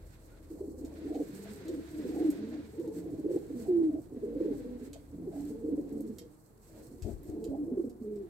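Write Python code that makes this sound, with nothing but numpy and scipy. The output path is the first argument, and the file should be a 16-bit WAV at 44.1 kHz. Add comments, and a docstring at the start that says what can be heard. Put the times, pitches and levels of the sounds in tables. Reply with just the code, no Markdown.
"""In a small wooden loft, racing pigeons coo over one another close to a hand-held camera with two microphones.
Each near coo is a low, nearly pure note, chopped into a throaty trill or drawn out in a glide, and some turn
hoarse; wavering tones blend into the murmur of birds farther back, and reflections off the boards surround them.
Bursts of shaped noise make claws ticking on the grating, rustling feathers and sleeve, and beating wings,
over a low rumble, two unsteady hums and a faint wash of air."""
import sys
import numpy as np
from scipy import signal
from scipy.fft import rfft, irfft
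from scipy.io import wavfile

SR = 44100
rng = np.random.default_rng(int(sys.argv[2]) if len(sys.argv) > 2 else 0)


def store_pcm(level_fs):
    """Save levels as 16-bit WAV."""
    pcm = np.round(np.clip(level_fs, -1, 1) * 32767).astype(np.int16)
    wavfile.write(sys.argv[1], SR, np.atleast_2d(pcm).T)


N = 365588
TIME = np.arange(N) / SR
# Levels in the tables are those before the gains and room balance applied further on.


def amp(db):
    """Decibels to gain."""
    return 10 ** (np.asarray(db) / 20)


def unit(x):
    """Scales to rms 1."""
    return x / np.sqrt(np.mean(x ** 2) + 1e-20)


def read(points, hz):
    """Reads a spectrum table on a log-frequency axis."""
    f, value = np.transpose(points)
    return np.interp(np.log(hz + 1), np.log(f + 1), value)


def level(curve):
    """A (time [s], level [dB]) curve as a gain for every sample."""
    return amp(np.interp(TIME, *np.transpose(curve)))


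def swells(rows):
    """Rows of (middle [s], level [dB], time from middle to 1/e [s]) as smooth bumps of gain."""
    return sum(amp(db) * np.exp(-((TIME - s) / length) ** 2) for s, db, length in rows)


def colour(x, points):
    """Filters by a spectrum table, falling away steeply beyond its ends."""
    hz = np.fft.rfftfreq(x.shape[-1], 1 / SR) + 1
    low_skirt = 1 + (0.7 * points[0][0] / hz) ** 8
    high_skirt = 1 + (0.7 * hz / points[-1][0]) ** 8
    gain = amp(read(points, hz)) / np.sqrt(low_skirt * high_skirt)
    return irfft(rfft(x) * gain, x.shape[-1])


def wander(hz, size):
    """Smooth chance of rms 1, its spectrum a Gaussian fall of width hz."""
    spectrum = rfft(rng.standard_normal(size))
    fall = np.exp(-0.5 * (np.fft.rfftfreq(size, 1 / SR) / hz) ** 2)
    return unit(irfft(spectrum * fall, size))


def resonate(x, hz, width):
    """A two-pole resonance of peak gain 1."""
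    return signal.lfilter(*signal.iirpeak(hz, hz / width, SR), x)


def add(mix, s, sound):
    """Mixes a sound in at a time."""
    part = mix[max(round(s * SR), 0):][:len(sound)]
    part += sound[:len(part)]


def beat(hz, length, arch, jitter, size=8192):
    """One puff through the syrinx, centred in its buffer: the pitch rises and falls with the pressure."""
    t = (np.arange(size) - size // 2) / SR
    swell = np.cos(np.pi / 2 * np.clip(t / length, -1, 1)) ** 2  # length is half of the puff
    pitch = hz * (1 + arch * (swell - 0.8) + jitter * wander(62, size=size))
    turns = np.cumsum(pitch) / SR
    lead = -t[0]  # from the start of the buffer to the middle of the puff
    return lead, swell, 2 * np.pi * (turns - turns[size // 2])


RASP_HZ, RASP_SPREAD = 446.7, 0.045  # throat resonance [Hz], its random shift between beats [share]
# The throat opens with effort: rise of the resonance [share per dB] over a beat of usual level [dB].
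RASP_RISE, USUAL_DB = 0.0052, -36


def trill_beat(db, hz, length, rasp_db):
    """One beat of a near-pure note; an uneven flutter of the membranes adds a rasp that rings in the throat."""
    lead, swell, phase = beat(hz, length, arch=0.12, jitter=0.052)
    note = np.sin(phase) + amp(-39.0) * np.sin(2 * phase) + amp(-45) * np.sin(3 * phase)
    # Strong and weak cycles alternate: a faint growl an octave down.
    note = np.sqrt(2) * note + amp(-24.5) * np.sin(phase / 2)
    flutter = np.sin(phase) * wander(170, size=len(phase))
    shift = RASP_RISE * (db - USUAL_DB) + RASP_SPREAD * rng.standard_normal()
    rasp_hz = RASP_HZ * np.exp(shift)
    rasp = signal.hilbert(resonate(resonate(flutter, rasp_hz, 120), rasp_hz, 120))
    rasp_power = np.average(abs(rasp) ** 2, weights=swell) / 2
    rasp = rasp.real / np.sqrt(rasp_power)
    return lead, amp(db) * (swell * note + amp(rasp_db) * np.sqrt(swell) * rasp)


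# Trills of birds close to the microphones: (first beat [s], last beat [s], number of beats,
# first level [dB], last level [dB], first pitch [Hz], last pitch [Hz], rasp over the note [dB])
TRILLS = [(0.515, 0.546, 2, -40.5, -44, 304, 313, -8.5), (0.616, 0.649, 2, -37.5, -45, 363, 333, -4),
          (0.686, 0.711, 2, -38, -41, 297, 325, -12), (0.819, 0.847, 2, -41, -37.5, 301, 290, -13),
          (1.064, 1.212, 4, -36.5, -31.5, 291, 298, -6.5), (1.702, 1.785, 3, -36, -37.5, 346, 296, -10.5),
          (2.062, 2.1, 2, -38.5, -34, 374, 301, -13), (2.138, 2.215, 3, -38, -27.5, 297, 315, -9.5),
          (2.339, 2.393, 2, -40.5, -47, 307, 290, -21), (2.435, 2.484, 2, -40, -41, 279, 282, -12.5),
          (2.55, 2.597, 2, -40.5, -39, 296, 299, -14.5), (2.798, 2.975, 3, -34, -35.5, 341, 289, -17),
          (3.067, 3.2, 3, -38.5, -40.5, 315, 269, -5), (3.257, 3.307, 2, -32, -32, 304, 353, -1.5),
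          (3.344, 3.366, 2, -31, -26.5, 376, 329, -5.5), (3.51, 3.542, 2, -37, -39.5, 274, 298, -8),
          (3.945, 3.987, 2, -31.5, -38.5, 298, 316, -17), (4.126, 4.173, 3, -42.5, -37, 290.6, 271, -7.5),
          (4.241, 4.347, 3, -35, -57, 388, 296, -14.5), (4.369, 4.416, 2, -33.5, -29.5, 295, 322, -8),
          (4.459, 4.516, 3, -31.5, -32.5, 328, 285, -3), (4.632, 4.657, 2, -59, -38.5, 290, 275, -6),
          (4.828, 4.87, 2, -42, -43.5, 235, 273, -6.5), (5.143, 5.248, 3, -43.5, -40.5, 284, 267, -11.5),
          (5.284, 5.422, 3, -37.5, -48, 356, 262, -14.5), (5.65, 5.735, 3, -35.5, -28, 305, 297, -12),
          (5.79, 5.852, 2, -31, -41, 299, 282, -10), (5.924, 6.007, 3, -37, -35.5, 298, 275, -12),
          (6.051, 6.098, 2, -44.5, -41.5, 310, 240, -10), (6.92, 6.942, 2, -45, -47, 270, 283, -13),
          (7.302, 7.462, 5, -41, -41.5, 292, 318, -18), (7.68, 7.73, 2, -38.5, -32.5, 309, 247, -8.5),
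          (7.779, 7.8, 2, -27.5, -27.5, 381, 341, -19.5), (7.848, 7.874, 2, -34, -35.5, 258, 258, -9),
          (8.02, 8.043, 2, -36, -59, 237, 225, -15.5)]
BEAT_S, BEAT_FILL = 0.025, 0.6  # longest half length of a beat [s], its largest share of the spacing
TRILL_SWELL_DB, BEAT_SCATTER_DB = -1.5, 0.5  # change of level at mid-trill, random spread between beats


def trills():
    """Runs of evenly spaced beats; strength and pitch slide from the first beat to the last."""
    out = np.zeros(N)
    for first, last, beats, first_db, last_db, first_hz, last_hz, rasp_db in TRILLS:
        along = np.linspace(0, 1, max(round(beats), 2))
        length = min(BEAT_S, BEAT_FILL * (last - first) * along[1])
        for u in along:
            db = first_db + (last_db - first_db) * u + TRILL_SWELL_DB * np.sin(np.pi * u)
            db += BEAT_SCATTER_DB * rng.standard_normal()
            hz = first_hz + (last_hz - first_hz) * u
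            lead, sound = trill_beat(db, hz, length, rasp_db)
            add(out, first + (last - first) * u - lead, sound)
    return out


SCOOP, SCOOP_S = 0.1, 0.022  # a coo starts sharp by this share and settles with this time constant [s]
DROOP, DROOP_S = 0.08, 0.023  # it ends flat by this share, approached with this time constant [s]
COO_ATTACK_S, COO_RELEASE_S, COO_FADE_DB = 0.017, 0.018, -2.5  # swell in, stop, fade along its length
OCTAVE_ATTACK_S = 0.035  # the octave blooms later than the fundamental
# Pitch tremble [share] at the usual level; it doubles as the coo weakens by this much [dB].
TREMBLE, TREMBLE_DOUBLES_DB = 0.01, 7


def glide(length, early_hz, late_hz, low_db, octave_db, scoop):
    """A drawn-out note and its octave glide, droop as the air runs out, and tremble; scoop starts it sharp."""
    t = np.arange(0, length, 1 / SR)
    tremble = wander(33, size=32768)[:len(t)]
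    shimmer = wander(51, size=32768)[:len(t)]
    bend = 1 + scoop * np.exp(-t / SCOOP_S) - DROOP * np.exp((t - length) / DROOP_S)
    hz = (early_hz + (late_hz - early_hz) * t / length) * bend
    weakness_db = USUAL_DB - max(low_db, octave_db)
    unsteady = min(TREMBLE * 2 ** (weakness_db / TREMBLE_DOUBLES_DB), 0.05)
    phase = 2 * np.pi * np.cumsum(hz * (1 + unsteady * tremble)) / SR
    edge = np.minimum(t / COO_ATTACK_S, (length - t) / COO_RELEASE_S)
    fade = np.sin(np.pi / 2 * np.clip(edge, 0, 1)) ** 2
    bloom = 1 - np.exp(-t / OCTAVE_ATTACK_S)
    note = amp(low_db) * np.sin(phase) + amp(octave_db) * bloom * np.sin(2 * phase)
    return np.sqrt(2) * note * fade * amp(COO_FADE_DB * t / length + 2.1 * shimmer)


# Drawn-out coos close by, before scoop and droop: (start [s], length [s], early pitch [Hz],
# late pitch [Hz], fundamental level [dB], octave level [dB])
COOS = [(1.32, .22, 183.3, 223.6, -47, -59), (1.9, 0.14, 301, 314.4, -41, -62),
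        (2.238, 0.074, 305.6, 310.5, -25, -60), (2.375, .22, 204.7, 255.3, -45.5, -56),
        (2.85, 0.245, 175, 168.4, -51.5, -70), (3.535, 0.11, 240.7, 240.6, -39.5, -47),
        (3.675, 0.24, 359, 308.8, -26, -60), (4.22, 0.14, 222.4, 242, -47.5, -41),
        (4.655, 0.14, 240, 240.7, -44.5, -48), (5.13, 0.4, 168.2, 179.8, -51, -71),
        (5.35, 0.2, 271.7, 305.2, -38.5, -82), (5.485, 0.051, 236, 239, -44.5, -43),
        (5.62, 0.087, 218.7, 234.4, -56, -36.5), (5.91, 0.24, 211.5, 219.2, -46.5, -48),
        (6.17, .11, 243, 252, -83, -53), (7.33, .19, 205.5, 240.3, -52.5, -44.5),
        (7.475, 0.09, 268, 281, -36, -48), (7.57, 0.09, 288, 298, -33.5, -72),
        (8.01, 0.223, 212.3, 204.6, -46.5, -38.5), (8.225, 0.044, 349, 377, -39.5, -72)]


def coos(calls=COOS, scoop=SCOOP):
    """Lays drawn-out notes of the syrinx along the time line."""
    out = np.zeros(N)
    for s, *call in calls:
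        add(out, s, glide(*call, scoop))
    return out


# Hoarse catches in the near voices: (middle [s], level [dB], pitch [Hz], half length [s])
CATCHES = [(1.153, -47, 683, 0.11), (1.467, -52.5, 622, 0.028), (2.197, -49.5, 708, 0.13),
           (2.548, -57, 673, 0.1), (3.372, -50, 703, 0.014), (3.681, -50.5, 692, 0.064),
           (3.953, -47.5, 626, 0.074), (4.96, -50, 578, 0.029), (5.354, -49, 642, 0.06),
           (5.392, -56.5, 745, 0.074), (7.531, -43, 642, 0.033), (7.555, -46, 700, 0.036)]


def catches():
    """Short, unsteady higher notes where a voice turns hoarse."""
    out = np.zeros(N)
    for s, db, hz, length in CATCHES:
        lead, swell, phase = beat(hz, length, arch=0.045, jitter=0.1)
        unsteady_db = db + 2.5 * wander(130, size=len(swell))
        add(out, s - lead, amp(unsteady_db) * swell * np.sin(phase))
    return out


# A thin chirp: (start [s], length [s], early pitch [Hz], late pitch [Hz],
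# fundamental level [dB], octave level [dB])
CHIRP = [(0.305, .09, 1450, 1530, -63, -86)]


def chirp():
    """A thin, high glide that droops at its end but does not start sharp."""
    return coos(CHIRP, scoop=0)


# Murmur of the birds farther back: (time [s], level [dB])
FLOCK = [(0.0, -65.5), (0.27, -65), (0.5, -55.5), (1.15, -46.5), (1.55, -49.5), (1.78, -45), (1.88, -55.5),
         (2.02, -43.5), (2.3, -43), (2.62, -52.5), (2.85, -46), (3.22, -45.5), (3.45, -50), (3.8, -41.5),
         (4.06, -52.5), (4.4, -43), (4.85, -49.5), (5.0, -59.5), (5.1, -56.5), (5.22, -46.5), (5.95, -45),
         (6.22, -55), (6.4, -71), (6.8, -55), (7.16, -56), (7.35, -47.5), (7.74, -43), (7.95, -55),
         (8.29, -53.5)]
# Spectrum shaping of that murmur: (frequency [Hz], gain [dB])
FLOCK_COLOUR = [(76, -45.5), (130, -19.5), (214, -13.5), (268, -10), (291, -2.5), (357, -10.5), (454, -5),
                (621, -16), (1100, -28), (1430, -60.5), (2420, -120)]


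def flock(count=6):
    """Farther birds, wavering, throbbing notes that come and go, blend with noise into a murmur."""
    out = np.zeros(N)
    for hz in np.geomspace(160, 380, count):
        waver = np.exp(0.1 * wander(3, size=N) + 0.035 * wander(59.9, size=N))
        phase = 2 * np.pi * np.cumsum(hz * waver) / SR
        throb_hz = 21 + 4 * wander(5.12, size=N)
        throb = 1 + 0.89 * np.sin(2 * np.pi * np.cumsum(throb_hz) / SR)
        note = np.sin(phase) + 0.44 * np.sin(2 * phase)
        out += amp(3.25 * wander(2.9, size=N)) * throb * note
    murmur = unit(out) + amp(2.5) * rng.standard_normal(N)
    return unit(colour(murmur, FLOCK_COLOUR)) * level(FLOCK)


# Resonances of the loft and its nest boxes: (frequency [Hz], width [Hz], gain [dB])
LOFT_MODES = [(306.7, 12, -6), (342.7, 3.6, -5), (403, 6.9, -5), (544, 2.6, -11.5)]


def boom(near):
    """Near voices set the resonances of the loft and nest boxes ringing."""
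    return sum(amp(db) * resonate(near, hz, width) for hz, width, db in LOFT_MODES)


# Reverberation of the loft: (frequency [Hz], time to fall by 60 dB [s])
LOFT_DECAY = [(150, 0.3), (400, 0.35), (1500, 0.21), (4000, .2), (11000, 0.11)]


def loft(x, wet_db, left_db, size=22050):
    """Direct sound plus dense reflections off the boards, different at each side; left_db sets the balance."""
    sparse = rng.random((2, size)) < 0.1
    after_gap = np.arange(size) > 0.003 * SR
    taps = rng.standard_normal((2, size)) * sparse * after_gap
    hz, t, z = signal.stft(taps, SR, nperseg=256)
    decay = amp(-60 * t / read(LOFT_DECAY, hz)[:, None])
    tail = signal.istft(z * decay, SR, nperseg=256)[1]
    tail = tail / np.linalg.norm(tail, axis=1, keepdims=True)
    wet = signal.oaconvolve(x[None], tail, axes=1)[:, :N]
    sides = amp([[left_db / 2], [-left_db / 2]])
    return (x + amp(wet_db) * wet) / np.hypot(1, amp(wet_db)) * sides


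# Where the cooing birds sit as the camera turns: (time [s], lag of the left microphone [ms])
BEARING = [(0, -0.089), (0.75, 0.21), (1.25, 0.2), (1.75, -0.29), (2.75, -0.17), (3.2, 0.28), (4.5, 0.22),
           (6.7, 0.24), (7.25, -0.23), (8.29, -0.15)]


def aim(pair):
    """Sound from one side reaches the two microphones a fraction of a millisecond apart."""
    lag = np.interp(TIME, *np.transpose(BEARING)) / 1000
    left = np.interp(TIME - lag / 2, TIME, pair[0])
    right = np.interp(TIME + lag / 2, TIME, pair[1])
    return np.array([left, right])


# Claws and beaks on the floor grating: (time [s], level [dB], brightness [dB per octave])
TICKS = [(0.848, -55.5, -4), (1.145, -55.5, -7), (1.682, -48.5, 0), (2.303, -43.5, 10), (2.797, -58, 2),
         (2.876, -56, 3), (4.931, -46.5, -2.5), (5.924, -59, 13), (6.006, -52, 11), (6.184, -41, 0),
         (7.022, -49, -3), (7.232, -56, 12), (7.441, -47.5, 1.5), (7.896, -56.5, 2.5), (8.158, -61.5, 0)]
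# Spectrum shaping of a tick before its brightness tilt: (frequency [Hz], gain [dB])
TICK_COLOUR = [(800, -26), (2000, -13), (4300, -3), (6000, -4.5), (7800, 3.5), (9500, -10.5), (13000, -3),
               (16000, -25.5)]
SCUFF_S, TICK_T60_S = 0.0018, 0.026  # how long a claw slides, how long the slat takes to fall by 60 dB


def ticks(size=4096):
    """A claw catches a slat, scuffs over it grain by grain, and the crack dies away."""
    out = np.zeros(N)
    t = np.arange(size) / SR
    onset = 1 - np.exp(-t / (0.067 * SCUFF_S))
    decay = amp(-60 * np.maximum(t - SCUFF_S, 0) / TICK_T60_S)
    for s, db, brightness in TICKS:
        points = [(hz, gain_db + brightness * np.log2(hz / 7500)) for hz, gain_db in TICK_COLOUR]
        grains = rng.standard_normal(size) * amp(1.4 * wander(640, size=size))
        crack = unit(colour(grains, points))
        add(out, s, amp(db) * crack * onset * decay)
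    return out


# Wing beats and soft bumps: (time [s], push level [dB], push pitch [Hz], swish level [dB])
FLAPS = [(7.02, -33, 65.3, -78), (7.044, -31, 85.5, -43.5), (7.06, -53, 110, -40.5), (7.081, -47, 91, -39),
         (7.102, -36, 68.6, -45), (7.129, -34, 60, -69), (7.284, -38.5, 85, -47.5), (7.484, -39, 70, -53.5)]
# Spectrum shaping of the swish: (frequency [Hz], gain [dB])
SWISH_COLOUR = [(100, -7), (180, 0.5), (350, 9.5), (480, 0), (800, -12.5), (1200, -53.5), (5000, -46.5)]


def flaps(size=8192):
    """Each wing beat is a low push of air and a short swish."""
    out = np.zeros(N)
    t = np.arange(size) / SR
    u, v = t / 0.0045, t / 0.0091  # times over the moments at which push and swish peak [s]
    for s, db, hz, swish_db in FLAPS:
        push = u * np.exp(1 - u) * np.sin(2 * np.pi * hz * t)
        swish = unit(colour(rng.standard_normal(size), SWISH_COLOUR)) * v * np.exp(1 - v)
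        add(out, s, amp(db) * push + amp(swish_db) * swish)
    return out


# Soft stirs of air from shifting wings: (middle [s], level [dB], time from middle to 1/e [s])
STIRS = [(0.024, -62.5, 0.05), (0.314, -64, 0.17), (0.6, -55.5, 0.065), (0.9, -55, 0.067),
         (6.7, -66, 0.017), (6.777, -55, 0.046)]
# Spectrum shaping of the stirs: (frequency [Hz], gain [dB])
STIR_COLOUR = [(130, -3), (300, 7), (520, 13.5), (800, -1.5), (1100, -12), (1600, -69)]


def stirs():
    """Slow wings push soft, dull puffs of air."""
    return unit(colour(rng.standard_normal(N), STIR_COLOUR)) * swells(STIRS)


def rustle(gain, points, grains_per_s, grain_db, flicker_db, left_db):
    """Rubbing fibres: a diffuse hiss with tiny snaps of uneven size, each scattered briefly by the boards."""
    sizes = amp(3.0 * np.minimum(rng.exponential(1, N), 3))
    snaps = (rng.random(N) < grains_per_s / SR) * sizes
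    hold = np.exp(-1 / (0.0017 * SR))  # snap energy decays with a time constant of 1.7 ms
    scatter = unit(np.sqrt(signal.lfilter([1], [1, -hold], snaps ** 2)))
    friction = rng.standard_normal((2, N)) * np.hypot(1, amp(grain_db) * scatter)
    flicker = amp(flicker_db * wander(14, size=N))
    sides = amp([[left_db / 2], [-left_db / 2]])
    return unit(colour(friction, points)) * flicker * gain * sides


# Feathers and feet shuffling: (time [s], level [dB])
FEATHERS = [(0.0, -75), (0.81, -70.5), (1.22, -67.5), (1.38, -64.5), (1.78, -69.5), (2.1, -63.5),
            (2.58, -72), (3.58, -71.5), (4.11, -76), (4.66, -72.5), (4.96, -75.5), (6.09, -71),
            (6.51, -77.5), (6.95, -71), (7.94, -78.5), (8.29, -80)]
# Single strokes of feather on feather: (middle [s], level [dB], time from middle to 1/e [s])
STROKES = [(0.143, -71, 0.033), (1.25, -69, 0.056), (1.538, -65.5, 0.019), (2.98, -69, 0.048),
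           (3.35, -66.5, 0.042), (3.612, -66.5, 0.057), (3.845, -71, .03), (4.862, -69.5, 0.029),
           (5.39, -68.5, 0.064), (5.485, -68.5, 0.043), (6.658, -74.5, 0.05), (6.8, -68.5, 0.078),
           (7.09, -69, 0.055), (7.29, -71.5, 0.064)]
# Spectrum shaping of the feathers: (frequency [Hz], gain [dB])
FEATHER_COLOUR = [(1760, -48), (3000, -20), (3570, -36.5), (4190, -1.5), (4850, -5.5), (6720, -3),
                  (8110, 4.5), (8570, 1.5), (9380, -11.5), (11200, -3), (12700, -2.5), (15800, -9.5)]


def feathers():
    """Feathers rub with a steady fidgeting and single strokes on top: a bright, grainy hiss."""
    effort = np.hypot(amp(1.5) * level(FEATHERS), amp(4.5) * swells(STROKES))
    return rustle(effort, FEATHER_COLOUR, grains_per_s=25, grain_db=-9.5, flicker_db=2.56, left_db=-5.0)


# A sleeve brushing as the camera turns: (time [s], level [dB])
SLEEVE = [(0.0, -72.5), (0.45, -72), (0.72, -81), (1.02, -64), (1.2, -67.5), (1.48, -60), (1.85, -63.5),
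          (2.1, -60.5), (2.56, -64), (3.0, -73.5), (3.6, -69), (4.1, -78), (4.45, -66), (4.9, -70),
          (5.15, -77.5), (6.1, -73), (6.45, -84), (7.05, -75), (7.95, -82), (8.29, -74)]
# Spectrum shaping of the cloth: (frequency [Hz], gain [dB])
SLEEVE_COLOUR = [(530, -28.5), (900, 2.5), (1130, -1.5), (1550, 5), (2140, 2), (3040, -4.5), (4110, -1.5),
                 (5550, -9.5), (7000, -10.5), (9100, -35), (15400, -120)]


def sleeve():
    """Cloth rubs in a grainy hiss, together with the duller, cloth-like part of each feather stroke."""
    effort = np.hypot(level(SLEEVE), amp(-1) * swells(STROKES))
    return rustle(effort, SLEEVE_COLOUR, grains_per_s=250, grain_db=-15.5, flicker_db=1.5, left_db=-3.0)


# Low rumble in the loft: (time [s], level [dB])
RUMBLE = [(0.0, -67), (0.55, -73), (1.2, -68.5), (2.4, -67.5), (3.8, -64), (4.3, -70.5), (5.4, -67),
          (6.15, -68.5), (6.5, -76), (6.85, -67), (7.7, -70), (8.29, -74)]
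# Spectrum shaping of the rumble: (frequency [Hz], gain [dB])
RUMBLE_COLOUR = [(30, -10), (40, -9.5), (54, -8), (72, -4.5), (100, -0.5), (130, -2), (180, -7.5),
                 (260, -13.5), (400, -31.5)]


def rumble():
    """A low, uneven rumble of filtered noise, mostly shared by both sides."""
    shared, left, right = (unit(colour(rng.standard_normal(N), RUMBLE_COLOUR)) for _ in range(3))
    return np.array([shared + 0.41 * left, 1.52 * shared + 0.15 * right]) * level(RUMBLE)


# Two low hums that swell and waver: (time [s], level of the lower [dB], level of the upper [dB])
HUMS = [(0.0, -57.5, -61.5), (0.9, -59, -53), (1.3, -67, -67), (2.1, -68, -57), (3.1, -68, -67.5),
        (4.1, -66, -64.5), (4.4, -55, -63), (5.1, -61, -61.5), (5.95, -62, -66), (6.4, -73, -88),
        (7.2, -57.5, -58.5), (8.29, -67, -70.5)]
# Pitches about which the lower and the upper hum waver: [Hz]
HUM_HZ = [42.1, 73.6]


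def hums():
    """Low tones whose pitch and strength never settle, slightly louder on the left."""
    s, *levels = np.transpose(HUMS)
    out = np.zeros(N)
    for hz, db in zip(HUM_HZ, levels):
        phase = 2 * np.pi * np.cumsum(hz + 3.5 * wander(7.2, size=N)) / SR
        unsteady_db = np.interp(TIME, s, db) + 2.7 * wander(5.5, size=N)
        out += np.sqrt(2) * np.sin(phase) * amp(unsteady_db)
    return out * amp([[1], [-1]])


# Still air in the loft: (frequency [Hz], gain [dB])
AIR_COLOUR = [(150, 1), (400, -2), (700, -2.5), (1100, -6.5), (1700, -17.5), (3000, -35), (4200, -43.5),
              (6000, -27.5), (8200, -30.5), (9500, -19), (15500, -22.5)]


def air():
    """A faint steady wash from all sides: separate filtered noise at each microphone."""
    return amp(-67.5) * unit(colour(rng.standard_normal((2, N)), AIR_COLOUR))


def scene():
    """Near voices set the loft's resonances ringing; the far birds carry more reflections."""
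    near = amp(0.43) * trills() + amp(-0.5) * coos() + catches()
    near_birds = loft(near + boom(near), wet_db=-15, left_db=-2.0)
    far_birds = amp(1.0) * loft(flock(), wet_db=-8.5, left_db=-0.5)
    voices = aim(near_birds + far_birds)
    thin_chirp = amp(-8.0) * loft(chirp(), wet_db=-9, left_db=1)
    claws = amp(-1.5) * loft(ticks(), wet_db=1.5, left_db=-6.0)
    wings = amp(-0.5) * loft(flaps(), wet_db=-10.5, left_db=10.5) + loft(stirs(), wet_db=-3, left_db=-0.5)
    background = amp(8.0) * rumble() + amp(-0.5) * hums() + air()
    return voices + thin_chirp + claws + wings + feathers() + sleeve() + background


def record(dry):
    """The microphones lose the deepest bass; then the recorder's band limit."""
    bass_cut = signal.butter(6, 31, "highpass", fs=SR, output="sos")
    heard = signal.sosfilt(bass_cut, dry)
    band_limit = signal.firwin(801, 15850, window=("kaiser", 9), fs=SR)  # edge in Hz
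    return signal.oaconvolve(heard, band_limit[None], "same")


dry = scene()
out = record(dry)
store_pcm(out)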